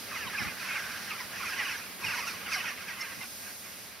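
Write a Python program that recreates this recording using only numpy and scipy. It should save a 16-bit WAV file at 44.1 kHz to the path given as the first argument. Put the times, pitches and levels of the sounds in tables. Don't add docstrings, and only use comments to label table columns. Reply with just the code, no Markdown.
import sys
import numpy as np
from scipy import signal
from scipy.fft import rfft, irfft
from scipy.io import wavfile
from scipy.ndimage import uniform_filter1d

SR = 44100
rng = np.random.default_rng(int(sys.argv[2]) if len(sys.argv) > 2 else 0)


def pcm_store(signal):
    levels = np.round(np.clip(np.atleast_2d(signal), -1, 1) * 32767)
    wavfile.write(sys.argv[1], SR, levels.astype(np.int16).T)


N = 176400
T = np.arange(N) / SR

# time_s, level_db, treble_against_middle_db
RUSTLE_SWELLS = [(0.0, -49, 2.5), (0.07, -45, -5.5), (0.17, -38.5, -8.5), (0.29, -41, -9.5),
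                 (0.375, -38.5, -10), (0.405, -35, -11), (0.43, -36, -6.5), (0.47, -37.5, -11),
                 (0.57, -45, -5), (0.61, -40.5, -5), (0.77, -35.5, -10.5), (0.83, -42, -5), (1.07, -43, -3),
                 (1.11, -37, -10.5), (1.17, -41, -9), (1.21, -41, -6.5), (1.29, -46.5, -5.5),
                 (1.33, -41, -9), (1.5, -37, -6), (1.56, -38, -9), (1.6, -34, -11), (1.73, -38, -6.5),
                 (1.82, -43, -7), (1.98, -47.5, -8), (2.05, -36, -6.5), (2.1, -35.5, -8.5),
                 (2.19, -36, -5.5), (2.25, -39.5, -8.5), (2.28, -39, -0.5), (2.36, -42, -7),
                 (2.45, -41.5, -10.5), (2.47, -37, -15), (2.51, -38, -5), (2.54, -34.5, -3),
                 (2.62, -36.5, -12), (2.69, -34.5, -11), (2.75, -44, -8), (2.83, -41, -9), (2.86, -45, -9),
                 (2.89, -39.5, -8), (2.97, -42.5, -11), (3.02, -39, -6), (3.03, -38.5, -10),
                 (3.09, -43, -8.5), (3.13, -41, -8.5), (3.18, -47.5, -2), (3.235, -39.5, -8),
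                 (3.28, -52, 5), (3.49, -44, -5), (3.59, -53.5, 4), (3.65, -45.5, -6), (3.84, -48.5, -1.5),
                 (4.0, -48, -8)]
# frequency_hz, gain_db
MIDDLE_TONE = [(300, -25), (550, -10), (850, -12.5), (1100, -2.5), (1550, -3), (2100, 1), (2750, -3.5),
               (3200, -8.5), (3800, -15), (5000, -48)]
# frequency_hz, gain_db
TREBLE_TONE = [(2800, -14), (3800, -5), (4600, -1.5), (5750, 1), (6500, -9.5), (7500, -14), (10500, -5.5),
               (13000, -12), (15000, -35)]
# peak_time_s, pitch_hz, fall_octaves_per_s, length_s, level_db
CLEAR_SQUEAKS = [(.104, 1970, 28, 0.055, -42), (.125, 1222, 7, .08, -39.5), (.146, 2530, 0.5, 0.041, -36.5),
                 (.162, 2105, 10.5, 0.052, -34), (.215, 1755, 4, 0.12, -38.5), (.274, 3140, 12, .03, -38.5),
                 (.272, 1113, 14.5, 0.048, -37.5), (.278, 3900, 3, 0.032, -42), (.351, 1693, 7, 0.046, -32),
                 (.386, 2610, 23, 0.021, -28), (.397, 5260, 15, .022, -37), (.404, 2100, 4.5, .065, -34),
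                 (.69, 2645, 2, .06, -38), (.716, 2480, -2, 0.046, -35), (.764, 2550, 30.5, .035, -28.5),
                 (1.112, 2676, 14, 0.039, -32), (1.115, 1281, 7, .05, -35.5), (1.209, 1990, 9, 0.033, -37),
                 (1.209, 1030, 5, .05, -41), (1.212, 5200, 8, .03, -40), (1.407, 1130, 12, .035, -38),
                 (1.435, 1310, 16, 0.061, -35.5), (1.474, 2483, 7, .025, -33.5),
                 (1.526, 1635, 9, 0.033, -34.5), (1.537, 2658, 9, .025, -33), (1.6, 2870, 12, .035, -34),
                 (1.6, 1960, 5, 0.06, -29), (1.656, 2850, 8, 0.033, -32), (1.684, 2430, 4, .035, -42),
                 (1.69, 2870, 12, 0.058, -36), (1.72, 2530, 10, 0.092, -37.5),
                 (1.759, 1714, 28, 0.019, -34), (2.045, 2540, 5, 0.032, -27.5),
                 (2.072, 2790, 6.5, 0.051, -29.5), (2.096, 1645, 5, 0.062, -43),
                 (2.112, 2654, 10, .07, -33.5), (2.142, 1460, 1.5, 0.032, -32),
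                 (2.182, 1990, 10.5, .06, -37), (2.19, 987, 5.5, 0.04, -36.5),
                 (2.274, 1356, 1, 0.038, -35.5), (2.282, 2663, 8.5, 0.056, -32.5),
                 (2.526, 2530, 11.5, .04, -27.5), (2.534, 4844, 3, .035, -33.5),
                 (2.536, 6000, 2, .028, -37), (2.549, 2150, 12, 0.021, -25.5), (2.564, 1523, 4, .05, -41),
                 (2.57, 750, 5.5, .05, -40), (2.609, 2690, 17, .025, -33), (2.885, 2460, 16, .045, -36.5),
                 (2.909, 1933, 2, 0.046, -37.5), (3.013, 2086, 1, .06, -38), (3.013, 5350, 0, 0.03, -34.5),
                 (3.013, 6300, 0, 0.032, -43), (3.215, 2080, 1, .045, -39), (3.228, 2760, 8, 0.039, -41),
                 (3.237, 1512, 3, 0.038, -45)]
# pitch_hz, width_hz, gain_db
RINGING_BANDS = [(550, 8, 0), (851, 31, 0), (1452, 9.7, 4), (1610, 19, 7), (2497, 20, 2.5)]
# centre_s, length_s, level_db
LOW_BUMPS = [(0.27, 0.049, -47), (0.42, 0.054, -42), (0.472, 0.073, -43.5), (2.07, 0.12, -49),
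             (3.19, 0.068, -51)]
# frequency_hz, gain_db
BUMP_TONE = [(18, -55), (45, -17), (65, -2), (110, 5), (220, 3.5), (400, -6), (900, -34)]
# frequency_hz, gain_db
MURMUR_TONE = [(20, -47), (48, -11.5), (108, -0.5), (145, -8), (186, 3), (235, 0.5), (300, -4.5), (600, -4),
               (1100, -9), (1800, -9), (3300, -8.5), (5200, -9), (7600, -62), (12000, -20.5)]
# time_s, level_db
MURMUR_DRIFT = [(0, -47), (1, -48), (1.7, -47.5), (2.4, -48.5), (3.4, -51.5), (4, -52)]
# frequency_hz, gain_db
HISS_TONE = [(3000, -15), (5400, -17), (6500, 1), (7600, -16.5), (9500, 2.5), (12500, 2), (14500, 0.5),
             (16000, -27)]
# time_s, level_db
HISS_DRIFT = [(0.0, -49.5), (0.32, -51), (1.64, -50), (2.28, -50.5), (2.92, -52), (3.44, -47.5),
              (3.88, -52), (4.0, -58)]
# frequency_hz, side_against_centre_db
BACKGROUND_WIDTH = [(60, -0.5), (200, -7.5), (1200, -9), (4400, -3), (6500, 4.5), (8100, 18.5),
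                    (10500, -7.5), (15000, -2.5)]


def rustle():
    level_db = curve(RUSTLE_SWELLS)
    middle_gain = undb(level_db)
    treble_gain = undb(level_db + curve(RUSTLE_SWELLS, column=2) - .25)
    squeaky = .5 + .5 * np.tanh((level_db + 44.5) / 5.5)
    middle_squeaks = squeaky * squeak_crowd(MIDDLE_TONE, 750.6, 3500, fall_octaves_per_s=7.36)
    middle = undb(-1.5) * middle_squeaks + undb(-5.5) * scraping(MIDDLE_TONE)
    treble_squeaks = squeaky * squeak_crowd(TREBLE_TONE, 3600, 6800, fall_octaves_per_s=3.68)
    treble = unit(treble_squeaks + scraping(TREBLE_TONE))
    centre = middle_gain * middle + treble_gain * treble + undb(-1) * squeaks(CLEAR_SQUEAKS)
    side = middle_gain * noise(MIDDLE_TONE) + undb(2) * treble_gain * noise(TREBLE_TONE)
    return stereo(centre + ringing_scrape(), undb(-11) * side, pan_db=-2.5)


def squeaks(rows, rise_share=.3):
    sound = np.zeros(N)
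    waver = 1 + .009 * wobble(rate_hz=300)
    rasp = 1 + .15 * wobble(rate_hz=700)
    for peak_s, pitch_hz, fall, length_s, level_db in rows:
        start_s, end_s = peak_s - rise_share * length_s, peak_s + (1 - rise_share) * length_s
        span = slice(max(int(start_s * SR), 0), max(int(end_s * SR), 0))
        sliding_hz = pitch_hz * 2 ** (-fall * (T[span] - peak_s)) * waver[span]
        phase = 2 * np.pi * np.cumsum(sliding_hz) / SR
        fade = np.sin(np.interp(T[span], [start_s, peak_s, end_s], [0, np.pi / 2, np.pi])) ** 2
        sound[span] += undb(level_db) * fade * np.sin(phase)
    return sound * rasp


def squeak_crowd(tone, low_hz, high_hz, fall_octaves_per_s, squeaks_per_s=340):
    when, height, slope, length, size = rng.random((int(squeaks_per_s * N / SR), 5)).T
    pitch_hz = low_hz + (high_hz - low_hz) * height
    fall = fall_octaves_per_s * (1 + .52 * (2 * slope - 1))
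    length_s = .046 * (.5 + length)
    level_db = -1.7 * np.log(1 - size)
    crowd = squeaks(zip(when * N / SR, pitch_hz, fall, length_s, level_db))
    strength = np.sqrt(uniform_filter1d(crowd ** 2, SR // 20) + 1e-6)
    return add_ringing(colour(crowd / strength, tone))


def scraping(tone):
    return add_ringing(noise(tone))


def ringing_scrape(start_s=.47, end_s=1.14):
    note = unit(ring(rng.standard_normal(N), pitch_hz=1530, width_hz=260))
    fade = np.sqrt(swell((start_s + end_s) / 2, end_s - start_s))
    return undb(-41.5) * note * fade


def bumps():
    strength = sum(undb(db) * swell(centre_s, length_s) for centre_s, length_s, db in LOW_BUMPS)
    return strength * stereo(noise(BUMP_TONE), undb(-.5) * noise(BUMP_TONE), pan_db=0)


def background():
    murmur_gain = undb(curve(MURMUR_DRIFT) + .4 * wobble(rate_hz=3.5))
    hiss_gain = undb(curve(HISS_DRIFT) - 1.5)
    centre, side = (murmur_gain * noise(MURMUR_TONE) + hiss_gain * noise(HISS_TONE) for _ in range(2))
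    return stereo(centre, colour(side, BACKGROUND_WIDTH), pan_db=-1.5)


def ring(sound, pitch_hz, width_hz):
    return signal.lfilter(*signal.iirpeak(pitch_hz, pitch_hz / width_hz, fs=SR), sound)


def add_ringing(sound):
    return unit(sound + sum(undb(db) * ring(sound, hz, width) for hz, width, db in RINGING_BANDS))


def undb(db):
    return 10 ** (np.asarray(db) / 20)


def unit(sound):
    return sound / np.sqrt(np.mean(sound ** 2))


def curve(rows, column=1):
    rows = np.array(rows)
    return np.interp(T, rows[:, 0], rows[:, column])


def colour(sound, tone):
    hz, db = np.array(tone).T
    gain_db = np.interp(np.log(np.fft.rfftfreq(N, 1 / SR) + 1), np.log(hz), db)
    return irfft(rfft(sound) * undb(gain_db), N)


def noise(tone):
    return unit(colour(rng.standard_normal(N), tone))


def wobble(rate_hz):
    step = int(SR / rate_hz)
    stairs = np.repeat(rng.standard_normal(N // step + 1), step)
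    return unit(uniform_filter1d(stairs, step)[:N])


def swell(centre_s, length_s):
    return np.cos(np.pi * np.clip((T - centre_s) / length_s, -.5, .5)) ** 2


def stereo(centre, side, pan_db):
    return np.array([centre + side, centre - side]) * undb(np.array([[pan_db], [-pan_db]]) / 2)


def scene():
    return rustle() + bumps() + background()


def record(dry):
    cutoff_hz = 15700
    return signal.sosfilt(signal.ellip(10, .2, 80, cutoff_hz, fs=SR, output="sos"), dry)


dry = scene()
out = record(dry)
pcm_store(out)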